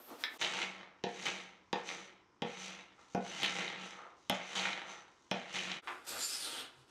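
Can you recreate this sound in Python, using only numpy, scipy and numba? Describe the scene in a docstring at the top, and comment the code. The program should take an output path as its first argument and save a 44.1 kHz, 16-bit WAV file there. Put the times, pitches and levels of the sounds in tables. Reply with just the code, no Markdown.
"""A gloved hand pulls a steel scraper over a painted wooden top in a bare room: three moments joined by short fades.
First a rustle, a bump and a hard clack: shaped noise, and short rattles of contact into resonant bodies.
Then seven strokes from a few steps away: grit shakes board and blade, paint flakes snap, and the blade knocks
down on the board as ringing modes before all but the first; this moment overloads.
Last the blade is tapped down and makes one close stroke, bright grit with bands of the blade singing."""
import sys
import numpy as np
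from scipy import signal
from scipy.fft import rfft, irfft
from scipy.io import wavfile
from numba import njit

SR = 44100
rng = np.random.default_rng(int(sys.argv[2]) if len(sys.argv) > 2 else 0)


def wrap_up_sound(samples):
    """Save the sound to the file named by the first command line argument, as 16-bit audio."""
    columns = np.atleast_2d(samples).T
    # keep every value between -1 and 1, then stretch to whole-number steps
    tamed = np.clip(columns, -1, 1)
    steps = np.round(tamed * 32767).astype(np.int16)
    wavfile.write(sys.argv[1], SR, steps)


N = 304290
CLOCK_S = np.arange(N) / SR

# Pressure of the edge through each stroke: land, drag back, bite, ease off.
# Each row of a stroke: time in seconds, rasp in dB ahead of the paths to the listener, treble in dB over that rasp.
STROKE_PRESSURE = [
    [(0.385, -59, 2), (0.417, -39, -4.5), (0.429, -35.5, -9), (0.513, -42.5, -9), (0.633, -39, -10.5),
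     (0.693, -50, -11.5), (0.809, -55.5, -16.5), (0.933, -69, -28), (1.03, -76, -11)],
    [(1.09, -55, -6), (1.112, -57, -7), (1.248, -45, -5), (1.264, -34, -11), (1.312, -43.5, -7.5),
     (1.42, -52, -8.5), (1.624, -72, -20), (1.646, -75, -11), (1.72, -78, -6)],
    [(1.78, -54, -9), (1.828, -57, -13), (1.85, -56.5, -4), (1.876, -49.5, -4), (1.886, -43.5, -7.5),
     (2.058, -57.5, -7), (2.206, -71.5, -22), (2.254, -82, -11), (2.41, -86, -8)],
    [(2.47, -51, -11), (2.564, -52.5, -8.5), (2.592, -51.5, -3), (2.656, -46.5, -5), (2.818, -57, -11.5),
     (2.888, -67, -13), (2.9, -64, -19), (2.984, -77, 0), (3.006, -67.5, -2), (3.078, -77.5, 4.5),
     (3.14, -70, 5)],
    [(3.2, -62, -10), (3.254, -53, -5), (3.412, -43, -6), (3.43, -34.5, -11.5), (3.532, -44.5, -8),
     (3.606, -38, -12), (3.77, -49.5, -17), (3.846, -48, -8), (4.146, -75, -9), (4.192, -82, 8.5),
     (4.29, -82, 9)],
    [(4.35, -43, -8), (4.36, -49, -8), (4.408, -49, -16), (4.55, -49, -3.5), (4.558, -38.5, -4.5),
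     (4.65, -37.5, -11.5), (4.846, -52.5, -15), (4.912, -52, -6), (5.068, -67.5, -9.5), (5.224, -86, 11),
     (5.3, -84, 9.5)],
    [(5.36, -50.5, -12), (5.456, -53, -14.5), (5.526, -51, -6), (5.554, -37.5, -8.5), (5.662, -44.5, -8.5),
     (5.72, -41.5, -14), (5.754, -47.5, -10), (5.77, -46, -14), (5.8, -55, -12), (5.81, -71, -15)],
]
# Where on the board each stroke runs.
# Each row: start in seconds, then deep boom, board tone and hollow tone in dB over a firm rasp.
STROKE_PLACES = [(0.38, -12, -5, -12), (1.04, -11, -7, -11.5), (1.73, -12, -5.5, -10),
                 (2.42, -12, -8.5, -16), (3.15, -9.5, -6.5, -12), (4.3, -12, -5, -15.5),
                 (5.31, -9.5, -8, -15.5)]
# Broad colour of the scrape. Each row: frequency in Hz, relative density in dB per Hz.
RASP_COLOUR = [(24, -27), (40, -30), (155, 0), (185, 0), (256, -8), (345, 0.5), (412, -7), (1340, -5.5),
               (1480, -6.5), (2150, -6), (3830, -6.5), (5180, -14), (6170, -8.5), (16000, -55)]
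# What board and blade ring with. Each row: frequency in Hz, width in Hz, level in dB over the broad colour.
BOARD_MODES = [(189.5, 6.5, 21), (232, 14, 9), (300, 30, 4), (350, 61, -2.5), (418, 19, 1), (498, 54, 7.5),
               (546, 13, -21), (696, 33, 1.5), (710, 53, 3.5), (811, 31, 6.5), (885, 34, 5.5),
               (1321, 58, 6.5), (1646, 37, 1), (1830, 49, -1), (1903, 25, 6), (2094, 14, 5), (2199, 51, 6),
               (2391, 20, 1), (2610, 32, -14), (2820, 21, 2), (3030, 106, 4.5), (3790, 26, 6.5),
               (4220, 46, 2)]
# The band where the edge bites hardest moves with the blade's angle. Each row: time in seconds, frequency in Hz.
BITE_PITCH = [(0.4, 2780), (0.73, 2200), (0.79, 1550), (0.86, 1870), (0.97, 1500), (1.0, 2380),
              (1.09, 2030), (1.26, 2500), (1.66, 1810), (1.69, 2320), (1.81, 1580), (1.87, 2260),
              (2.32, 1810), (2.39, 2990), (2.46, 2260), (2.73, 2520), (3.11, 1550), (3.21, 1600),
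              (3.24, 2830), (3.74, 1920), (3.84, 2700), (3.99, 1480), (4.2, 1380), (4.25, 3260),
              (4.4, 1980), (4.49, 2330), (4.55, 3520), (4.62, 2200), (4.84, 1520), (4.91, 2110),
              (5.08, 1390), (5.23, 1700), (5.27, 3240), (5.41, 1620), (5.51, 2690), (5.8, 2150)]
# The blade whistles while it skims lightly.
# Each row: peak time in seconds, peak in dB, rise in seconds from 20 dB down, fall in seconds to 20 dB down.
SKIM_WHISTLES = [(1.3, -62.5, .25, .3), (1.89, -55, 0.06, 0.2), (2.6, -57, .1, 0.25), (3.3, -53, .07, 0.03),
                 (3.88, -66, .1, 0.3), (4.52, -60, .2, 0), (4.89, -59.5, .04, .3), (5.56, -51, .04, 0)]
# A dull rub on the board as the tool slides off.
# Each row: peak time in seconds, peak in dB ahead of the paths to the listener, rise and fall in seconds over 20 dB.
SLIDE_OFFS = [(.85, -65.5, .1, .2), (2.99, -64, .04, 0.21), (3.99, -51, 0.077, 0.21),
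              (4.86, -57, 0.13, 0.31)]
FIRM_DB, BOOM_FOLLOWS, TONE_FOLLOWS = -42, 0.82, 0.87  # the board swings less than the rasp as pressure changes
BITE_WIDTH_HZ, BITE_DB = 1200, -10
WHISTLE_HZ, WHISTLE_WIDTH_HZ = 6060, 270
SKIM_DB = -58  # under this rasp level the blade is lifting and its whistle sinks away
RUB_HZ, RUB_WIDTH_HZ, RUB_DB = 1200, 500, -6  # the slide-off rub gathers here


def strokes():
    """Grit shakes board and blade; pressure drives rasp, boom and board tones together. Returns rasp and treble."""
    rasp_db, treble_db = in_time(np.vstack(STROKE_PRESSURE))
    start_s, boom_db, tone_db, hollow_db = np.transpose(STROKE_PLACES)
    place = np.maximum(np.searchsorted(start_s * SR, np.arange(N)) - 1, 0)

    grip = judder(rate_hz=153, depth_db=2.5)
    wood = body(RASP_COLOUR, BOARD_MODES)
    scrape = through(grip * grit(per_s=1200., spread_db=3.8, smooth=0.9), wood)
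    rasp, boom, tone, _, hollow = map(rms_one, ranges(scrape))
    dust = through(grip * grit(per_s=4000., spread_db=2.5, smooth=0.75), wood)  # finer grit
    hiss = rms_one(ranges(dust)[3])
    whistle = resonate(rng.standard_normal(N), WHISTLE_HZ, WHISTLE_WIDTH_HZ)
    whistle = whistle * from_db(np.minimum(rasp_db - SKIM_DB, 0))
    bite = resonate(rasp + tone, in_time(BITE_PITCH)[0], BITE_WIDTH_HZ)
    rasp = rms_one(rasp + from_db(BITE_DB) * bite)

    def board_gain(db, follows):
        """Level of a board range as the pressure changes."""
        return from_db(FIRM_DB + db[place] + follows * (rasp_db - FIRM_DB))

    slide_off = swells(SLIDE_OFFS)
    rub = from_db(RUB_DB) * slide_off * resonate(tone, RUB_HZ, RUB_WIDTH_HZ)
    low = (from_db(rasp_db) * rasp
           + board_gain(boom_db, BOOM_FOLLOWS) * boom
           + board_gain(hollow_db, BOOM_FOLLOWS) * hollow
           + (board_gain(tone_db, TONE_FOLLOWS) + slide_off) * tone
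           + rub)
    treble = from_db(rasp_db + treble_db) * hiss + swells(SKIM_WHISTLES) * whistle
    return low, treble


# The blade set down, each time on another spot and so with its own mix of modes.
# Each row: time in seconds, then the height of each struck mode in the spectrum in dB.
BLADE_KNOCKS = [(1.0385, 17.5, 9, 13, 16.5, 3, 6, 7, 4, -16, -15, -9, -2.5, -0.5, -9, -4.5, -4, -7.5, -12, -18.5, -45),
                (1.7291, 16.5, 8, 13, 16.5, 2, 3.5, 12.5, 11.5, 3, -3, -2, 2, 2.5, -5, -0.5, -1.5, -3, -11, -16.5, -38),
                (2.4205, 20, 12, 6, 12, 2, 3.5, 7.5, 4, -6, -7, -4.5, -5, -1, -1.5, -4.5, -4, -9, -19, -23, -46),
                (3.1484, 25, 18.5, 10, 17, 6, 12.5, 11, 3, -8, -6, -1, -8, -10, -10, -5.5, -16, -26, -21, -25, -43),
                (4.297, 22, 13.5, 5, 9, 9, 11.5, 12.5, 7, 4, 5, 3.5, 3, 2, 5, 2, 6.5, 0, -8, -7.5, -14.5),
                (5.313, 20, 13.5, 6, 8, 10, 12.5, 10, 6, -1, 1, -2, 0.5, -2, -1, 0.5, 1, -0.5, -11, -13.5, -31)]
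# What a landing sets ringing, board below and blade above. Each row: frequency in Hz, width in Hz.
STRUCK_MODES = [(189, 13), (231, 22), (360, 44), (478, 42), (575, 52), (700, 46), (810, 36), (900, 46),
                (1130, 83), (1300, 79), (1490, 105), (1660, 80), (1850, 97), (2100, 110), (2470, 210),
                (3100, 315), (3900, 420), (5200, 700), (6500, 900), (11500, 3000)]
BOUNCE_S, BOUNCE_DB, BOUNCE_TOP_HZ = .027, -6.5, 2440  # the blade bounces once, softer and duller
RUMBLE_DB, RUMBLE_FALL_S, RUMBLE_TOP_HZ = -35, .12, 1300  # the board rumbles on; fall to 20 dB down
CRACK_DB, CRACK_FALL_S, CRACK_FROM_HZ = -14, .0035, 4300  # the edge rattles as it lands; fall to 20 dB down


def knocks():
    """The blade lands as a sum of dying modes, bounces once and leaves the board rumbling."""
    t = np.arange(SR // 2) / SR
    landing = np.zeros(N)
    rings = []
    for k, (hz, width) in enumerate(STRUCK_MODES):
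        sign = (-1) ** max(k, 1)
        unit_height = 2 * np.pi * width / SR  # makes the spectral peak 1
        rings.append(sign * unit_height * np.exp(-np.pi * width * t) * np.sin(2 * np.pi * hz * t))
    rings = np.array(rings)
    shakes = rng.standard_normal((len(BLADE_KNOCKS), len(t)))
    for (s, *heights_db), shake in zip(BLADE_KNOCKS, shakes):
        hit = band(from_db(heights_db) @ rings, 130, 19500)
        bounce = from_db(BOUNCE_DB) * np.roll(band(hit, 100, BOUNCE_TOP_HZ), round(BOUNCE_S * SR))
        rumble_noise = shake * from_db(RUMBLE_DB - 20 * t / RUMBLE_FALL_S)
        rumble = through(rumble_noise, band(hit, 110, RUMBLE_TOP_HZ))
        crack_noise = shake * from_db(CRACK_DB - 20 * t / CRACK_FALL_S)
        crack = through(crack_noise, band(hit, CRACK_FROM_HZ, 19500))
        at = round(s * SR)
        landing[at:at + len(t)] += hit + bounce + (rumble + crack)[:len(t)]
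    return landing


# Paint flakes snapping off. Each row: time in seconds, peak in dB, thin tick in dB over that peak, pitch in Hz.
PAINT_FLAKES = [(0.415, -25, -28, 3000), (0.4223, -26, -35, 2800), (0.427, -21.5, -33, 3100),
                (0.44, -22, -35, 2500), (0.4474, -23, -37, 3400), (0.4658, -26.5, -37, 3000),
                (0.554, -31, -40, 2800), (0.6275, -26, -40, 3200), (1.261, -30, -40, 2200),
                (1.2666, -20, -40, 2780), (1.278, -29, -40, 2500), (1.283, -29, -40, 2500),
                (1.89, -31, -38, 2350), (3.422, -27, -35, 2500), (3.4311, -21.5, -30, 3000),
                (3.4428, -24, -42, 2800), (3.446, -25, -40, 2800), (3.4487, -24, -40, 2600),
                (3.4606, -22, -41, 2900), (3.484, -30, -39, 2800), (3.566, -31, -36, 2100),
                (3.607, -31, -40, 2100), (3.6794, -27, -40, 3100), (4.5575, -29, -37, 3700),
                (4.573, -26, -40, 3300), (4.582, -27, -40, 3000), (4.595, -25, -40, 3600),
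                (4.6535, -23, -42, 1800), (4.657, -25, -42, 1900), (4.685, -28, -39, 2200),
                (4.7308, -27, -44, 3070), (5.546, -32, -40, 3000), (5.557, -27, -40, 2710),
                (5.591, -26, -40, 2500), (5.686, -31, -33, 2800), (5.717, -26, -48, 3000)]
FLAKE_SPAN, FLAKE_S = 1.4, 0.0009  # a snap spreads by this ratio around its pitch; decay time of its rattle


def flakes():
    """Each flake is a small rattle in its own range of the board, with a thin tick on top."""
    snap = body(RASP_COLOUR, BOARD_MODES)
    sound = blows(PAINT_FLAKES, band(snap, 9000, 18000), column=2)
    for row in PAINT_FLAKES:
        own_range = band(snap, row[3] / FLAKE_SPAN, row[3] * FLAKE_SPAN)
        sound = sound + blows([row], own_range, contact_s=FLAKE_S)
    return sound


# Pressure through the close stroke, in levels ahead of the room.
# Each row: time in seconds, rasp in dB, board in dB, chatter band in Hz, chatter in dB over the rasp.
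CLOSE_PRESSURE = [(5.82, -75, -60, 4800, -20), (5.86, -73, -60.5, 4800, -20), (5.9, -68, -53.5, 4800, -20),
                  (6.04, -77, -64.5, 4800, -15), (6.05, -64, -64, 4800, -15), (6.064, -66, -59, 4800, -15),
                  (6.068, -52.5, -58, 4700, -18), (6.087, -48.5, -53.5, 4600, -16),
                  (6.15, -54.5, -47, 4300, -12), (6.2, -48, -49, 4400, -7), (6.232, -44, -56.5, 4600, -2),
                  (6.27, -51, -62, 4800, -1), (6.3, -48, -59.5, 4900, -3), (6.35, -45, -57, 5140, -4),
                  (6.39, -50.5, -61, 4800, -5.5), (6.45, -47.5, -52, 4250, -4),
                  (6.5, -50.5, -52.5, 4180, -12), (6.6, -55, -51.5, 4070, -8), (6.7, -75, -67, 4030, -2),
                  (6.76, -78, -70, 4000, -8), (6.81, -74, -73, 4000, -12), (6.86, -83, -79, 4300, -15),
                  (6.9, -72, -70, 4300, -18)]
# Colours of the close rasp and board. Each row: frequency in Hz, relative density in dB per Hz.
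CLOSE_RASP_COLOUR = [(710, -38), (1200, -10), (1680, -7.5), (1860, -9.5), (2960, -3.5), (4680, -0.5),
                     (6710, -6.5), (7240, -5), (8080, -3.5), (12000, -13), (16200, -23)]
CLOSE_BOARD_COLOUR = [(24, -56), (40, -19.5), (211, -15), (262, -4), (450, -6), (623, -9), (927, -8.5),
                      (1090, -12.5), (1280, -2), (1840, -10), (3000, -16.5), (3900, -15), (6600, -120)]
# Ringing of the blade. Each row: frequency in Hz, width in Hz, level in dB over the broad colour.
BLADE_MODES = [(1680, 25, 10.5), (6530, 200, 3.5)]
# Bands of the blade that sing for a while. Each row: peak time in seconds, peak in dB while pressed,
# rise and fall in seconds over 20 dB, frequency in Hz, width in Hz, glide in Hz per second.
BLADE_SONGS = [(6.09, -54, .03, 0.3, 7760, 620, -3000), (6.236, -40, 0.062, 0.06, 7250, 340, 300),
               (6.31, -54, .1, 0.05, 7400, 360, 1500), (6.26, -51, 0.13, .3, 9000, 450, 1500),
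               (6.45, -52.5, 0.14, 0.3, 9200, 450, -1500), (6.57, -55, .1, 0.15, 8800, 300, -2000),
               (6.085, -53.5, 0.033, .2, 11800, 460, -500), (6.25, -55, 0.14, 0.3, 11650, 300, -300),
               (6.45, -62, 0.19, .3, 11900, 600, 300), (6.61, -65, .1, .08, 11800, 600, -500),
               (6.1, -59, .04, .2, 3500, 1200, 500), (6.43, -52.5, .06, 0.4, 3460, 1400, -1500),
               (6.57, -52, 0.088, 0.5, 3300, 1000, -500), (6.58, -52.5, .15, .3, 3050, 220, -300)]
# A faint low drone at the end. First row: peak time in seconds, peak in dB, rise and fall in seconds over 20 dB;
# second row: frequency in Hz, width in Hz.
END_DRONE = (6.82, -70, .15, .3), (131, 14)
CHATTER_WIDTH_HZ = 950
TOP_HISS_DB, TOP_FADE_DB_PER_S, PULL_S = -7.5, -23, 6.1  # the top hiss wears off along the pull, from PULL_S on
SING_DB = -57  # under this rasp level the blade is lifting and its song sinks away
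SONG_WAVER_DB = .07  # the singing bands wander in pitch by this frequency ratio, in dB


def close_stroke():
    """Near the edge: bright grit over the board, a chatter band that moves with blade angle, and singing bands."""
    rasp_db, board_db, chatter_hz, chatter_db = in_time(CLOSE_PRESSURE)
    edge = judder(rate_hz=150, depth_db=1.2) * grit(per_s=5600.0, spread_db=3.5, smooth=0.82)
    bright = through(edge, body(CLOSE_RASP_COLOUR, BLADE_MODES))
    rasp = rms_one(band(bright, 1000, 10000))
    top = -rms_one(band(bright, 10000, 19000))
    top_db = TOP_HISS_DB + TOP_FADE_DB_PER_S * np.clip(CLOCK_S - PULL_S, 0, .4)
    chatter = resonate(edge, chatter_hz, CHATTER_WIDTH_HZ)
    board = rms_one(through(rng.standard_normal(N), body(CLOSE_BOARD_COLOUR)))

    dust = grit(per_s=6000.0, spread_db=3.5, smooth=0.8)
    waver = judder(rate_hz=40, depth_db=SONG_WAVER_DB)
    songs = np.zeros(N)
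    for s, db, rise, fall, hz, width, glide in BLADE_SONGS:
        pitch_hz = waver * (hz + glide * np.clip(CLOCK_S - s, -.2, .3))
        songs += swells([(s, db, rise, fall)]) * resonate(dust, pitch_hz, width)
    drone = swells(END_DRONE[:1]) * resonate(dust, *END_DRONE[1])
    return (from_db(rasp_db) * (rasp + from_db(top_db) * top + from_db(chatter_db) * chatter)
            + from_db(board_db) * board
            + from_db(np.minimum(rasp_db - SING_DB, 0)) * songs
            + drone)


# The blade tapped down before the close stroke. Each row: time in seconds, peak in dB.
TAP_HITS = [(5.874, -29), (5.881, -29.5), (5.899, -35)]
# Its colour. Each row: frequency in Hz, relative density in dB per Hz.
TAP_BODY = [(59, -58), (100, -13), (244, -26), (358, 4), (608, -23), (721, -3), (1230, 2.5), (1450, -3.5),
            (2170, -8), (2630, -11), (6700, -37), (10000, -45), (16000, -57)]


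def taps():
    """Very short contacts shake the board."""
    return blows(TAP_HITS, body(TAP_BODY), contact_s=.0001)


# A soft bump and a hard clack. Each row: time in seconds, peak in dB.
BUMP_HITS = [(0.113, -46), (0.134, -46.5)]
CLACK_HITS = [(0.2384, -17.5)]
# What they ring with. Each row: frequency in Hz, width in Hz, level in dB over the broad colour.
BUMP_RINGS = [(261.5, 22, 35), (353, 50, 4), (534, 69, 4.6)]
CLACK_RINGS = [(974, 30, 7.1), (1270, 50, 14), (1540, 40, 9), (2046, 25, 6), (3343, 40, 6), (3994, 40, 5),
               (1750, 16, 11), (1805, 18, 12.5), (2210, 150, 10.8), (3550, 39, 3.3), (3860, 120, 6.5),
               (2600, 220, 3.2), (5160, 140, 4.2), (5900, 300, 4)]
# Their broad colours. Each row: frequency in Hz, relative density in dB per Hz.
BUMP_BODY = [(80, -18), (200, -16), (500, -4), (1400, -43), (4000, -76)]
CLACK_BODY = [(120, -34), (200, -18), (480, -14), (671, -21), (968, -14), (1100, -18), (1230, -15),
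              (1770, -3.5), (2750, -15), (3310, -6), (3900, -8.5), (4430, -19), (5230, -13), (6520, -36),
              (16000, -52)]


def bump_and_clack():
    """A long soft contact rings a low body, a short hard one a bright body."""
    bump = blows(BUMP_HITS, body(BUMP_BODY, BUMP_RINGS), contact_s=0.0037)
    return bump + blows(CLACK_HITS, body(CLACK_BODY, CLACK_RINGS))


# The opening shuffle. Each row: time in seconds, low rustle in dB, thin hiss in dB.
RUSTLE_LEVELS = [(0.0, -58.5, -65), (0.058, -65, -64.5), (0.118, -49.5, -59.5), (0.18, -59.5, -63.5),
                 (0.21, -55.5, -53.5), (0.242, -57, -56), (0.285, -63.5, -69), (0.358, -54, -56),
                 (0.385, -37, -39)]
# Its two colours. Each row: frequency in Hz, relative density in dB per Hz.
RUSTLE_LOW_COLOUR = [(35, -76), (60, -22), (180, -26.5), (255, -7.5), (1310, -11.5), (1650, -28),
                     (1780, -23), (6000, -41), (7800, -58), (13200, -120)]
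RUSTLE_HIGH_COLOUR = [(880, -45), (1500, -2.5), (2170, -7), (3500, -5), (3790, -7), (13200, -15.5),
                      (16200, -14)]
HISS_TOP_DB = -13  # top band over the hiss
# The top band swells at the start: peak time in seconds, peak in dB, rise and fall in seconds over 20 dB.
TOP_SIZZLE = (0.1, -61.5, 0.7, 0)


def rustle():
    """Something shuffles low down: coloured noise, with a thin hiss above it."""
    low_db, hiss_db = in_time(RUSTLE_LEVELS)
    low = rms_one(through(rng.standard_normal(N), body(RUSTLE_LOW_COLOUR)))
    hiss = rms_one(through(rng.standard_normal(N), body(RUSTLE_HIGH_COLOUR)))
    top = resonate(rng.standard_normal(N), 12800, 2600)
    top_gain = from_db(hiss_db + HISS_TOP_DB) + swells([TOP_SIZZLE])
    return from_db(low_db) * low + from_db(hiss_db) * hiss + top_gain * top


# How long the room rings. Each row: frequency in Hz, time in seconds to fall 60 dB.
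ROOM_DECAY = [(100, 0.3), (300, 0.54), (700, 0.32), (2000, 0.35), (5000, 0.21), (13000, 0.095)]
ROOM_BASS_CUT_HZ = 434  # the echo has little bass below this, so the board's low modes ring clear


def room_tail():
    """Noise in octave bands, each dying at its own rate after the first wall; energy 1."""
    t = np.arange(SR // 2) / SR
    tail = np.zeros(len(t))
    for low in 45 * 2. ** np.arange(9):
        noise = band(rng.standard_normal(len(t)), low, min(2 * low, 20000))
        tail += noise * from_db(-60 * t / at_hz(ROOM_DECAY, 1.4 * low))
    onset = np.clip(t / .003, 0, 1)
    tail = band(tail * onset, ROOM_BASS_CUT_HZ, SR * .45)
    return tail / np.sqrt(np.sum(tail ** 2))


# Colour of the background air. Each row: frequency in Hz, relative density in dB per Hz.
AIR_COLOUR = [(15, -31), (25, -9), (80, 6.5), (161, 1.5), (349, 9), (631, -7), (1030, 7), (1170, 1),
              (4270, -19), (5250, -9), (12000, -42), (15600, -81), (22000, -120)]
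AIR_DB = -70.5


def room_air():
    """Steady coloured noise lies under the middle and last moments."""
    return from_db(AIR_DB) * rms_one(through(rng.standard_normal(N), body(AIR_COLOUR)))


def grit(per_s, spread_db, smooth):
    """The edge catches on grain and paint: uneven random clicks over smooth friction noise; rms 1."""
    sizes = from_db(spread_db * np.minimum(rng.exponential(1, N), 5)) * rng.choice([-1, 1], N)
    clicks = rms_one(sizes * (rng.random(N) < per_s / SR))
    return rms_one(clicks + smooth * rng.standard_normal(N))


def judder(rate_hz, depth_db):
    """Stick and slip: the grip on the surface jumps about."""
    return from_db(depth_db * rms_one(band(rng.standard_normal(N), rate_hz / 4, rate_hz)))


def blows(events, response, column=1, contact_s=0.00016):
    """Each blow is a short dying rattle of contacts into a body; a later column offsets its peak in dB."""
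    force = np.zeros(N)
    t = np.arange(400) / SR
    for row, rattle in zip(events, rng.standard_normal((len(events), len(t)))):
        contact = np.r_[2., rattle[1:]] * np.exp(-t / contact_s)
        hit = through(contact, response)
        peak_db = row[1] + (row[column] if column > 1 else 0)
        at = round(row[0] * SR)
        force[at:at + len(hit)] += (from_db(peak_db) * hit / np.abs(hit).max())[:N - at]
    return force


def body(colour, modes=(), size=16384):
    """Causal (minimum-phase) impulse response of a broad colour with resonances on top."""
    hz = np.arange(size // 2 + 1) * SR / size
    power = 1 + sum((from_db(db) ** 2) / (1 + (2 * (hz - f) / width) ** 2) for f, width, db in modes)
    cepstrum = irfft(np.log(from_db(at_hz(colour, hz)) * np.sqrt(power)))
    # folding the cepstrum forward makes the phase minimal
    cepstrum[1:size // 2] *= 2
    cepstrum[size // 2 + 1:] = 0
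    return irfft(np.exp(rfft(cepstrum)))[:size // 2]


@njit
def sweep(x, hz, r, sr):
    """A two-pole resonance whose centre moves."""
    y = np.zeros(len(x))
    for i in range(2, len(x)):
        y[i] = x[i] - x[i - 2] + 2 * r * np.cos(2 * np.pi * hz[i] / sr) * y[i - 1] - r * r * y[i - 2]
    return y


def resonate(x, hz, width_hz):
    """Twice through one resonance, still or moving; rms 1."""
    r = np.exp(-np.pi * width_hz / SR)
    for _ in range(2):
        if np.ndim(hz):
            x = sweep(x, hz, r, SR)
        else:
            x = signal.lfilter([1, 0, -1], [1, -2 * r * np.cos(2 * np.pi * hz / SR), r * r], x + 1e-18)
    return rms_one(x)


def ranges(x):
    """Split into blade, deep board, board, edge and hollow ranges; signs alternate so that neighbours add up."""
    return (band(x, 1600, 4600), -band(x, 65, 260), -band(x, 520, 1600),
            -band(x, 4600, 18000), band(x, 260, 520))


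def swells(rows):
    """Gain that rises to each peak and falls away again, straight in dB; a fall of 0 stops dead."""
    t = np.arange(0, N + 40, 40) / SR
    gain = sum(from_db(db - 20 * np.maximum((s - t) / rise, (t - s) / fall)) for s, db, rise, fall in rows)
    return np.interp(CLOCK_S, t, gain)


def in_time(rows):
    """Table columns as curves, one value a sample."""
    s, *columns = np.transpose(rows)
    return [np.interp(CLOCK_S, s, c) for c in columns]


def at_hz(points, hz):
    """Read a curve on a log-frequency axis."""
    return np.interp(np.log(hz + 1), np.log(np.array(points)[:, 0]), np.array(points)[:, 1])


def band(x, low_hz, high_hz):
    """Band-pass."""
    return signal.sosfilt(signal.butter(2, [low_hz, high_hz], "band", fs=SR, output="sos"), x)


def through(x, response):
    """Convolve."""
    return signal.fftconvolve(x, response)[:N]


def rms_one(x):
    """Scale to rms 1."""
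    return x / np.sqrt(np.mean(x ** 2) + 1e-20)


def from_db(db):
    """dB to gain."""
    return 10 ** (np.asarray(db) / 20)


# Joins between the moments. Each row: fade start, silence and full again, all in seconds.
MOMENT_FADES = [(.345, .38, .41), (5.78, 5.817, 5.84)]
OVERLOAD = .076  # the middle moment clips at this amplitude
DIRECT_DB, ECHO_DB = -4.5, -9.5  # how the rasp reaches the listener: straight, and by the walls
KNOCK_ECHO_DB, KNOCK_ECHO_FROM_HZ = -2.5, 480  # the walls return the upper part of a knock
CRACK_BEAM_HZ = 6100  # above this a knock's crack beams at the listener and misses the walls


def scene():
    """Three moments in one room, each faded against the next; the middle one overloads."""
    tail = room_tail()
    air = room_air()

    clack = bump_and_clack()
    first = rustle() + clack + from_db(-2.5) * through(band(clack, 100, 5000), tail)

    landing, snaps = knocks(), flakes()
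    rasp, treble = strokes()
    to_walls = (from_db(KNOCK_ECHO_DB) * band(landing, KNOCK_ECHO_FROM_HZ, CRACK_BEAM_HZ)
                + from_db(-9.5) * snaps
                + from_db(ECHO_DB) * (rasp + treble))
    # the treble beams at the listener, so its straight path is not lowered
    middle = landing + snaps + from_db(DIRECT_DB) * rasp + treble + through(to_walls, tail) + air
    middle = np.clip(middle, -OVERLOAD, OVERLOAD)

    tap, close = taps(), close_stroke()
    last = tap + close + through(from_db(2) * tap + from_db(-5) * close, tail) + air

    (a0, a, a1), (b0, b, b1) = MOMENT_FADES
    mix = (first * np.interp(CLOCK_S, [a0, a], [1, 0])
           + middle * np.interp(CLOCK_S, [a, a1, b0, b], [0, 1, 1, 0])
           + last * np.interp(CLOCK_S, [b, b1], [0, 1]))
    return mix[None]


CUTOFF_HZ = 16400  # from here up everything is at least 70 dB down


def record(dry):
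    """The top is cut steeply."""
    return signal.sosfilt(signal.cheby2(14, 70, CUTOFF_HZ, fs=SR, output="sos"), dry)


dry = scene()
out = record(dry)
wrap_up_sound(out)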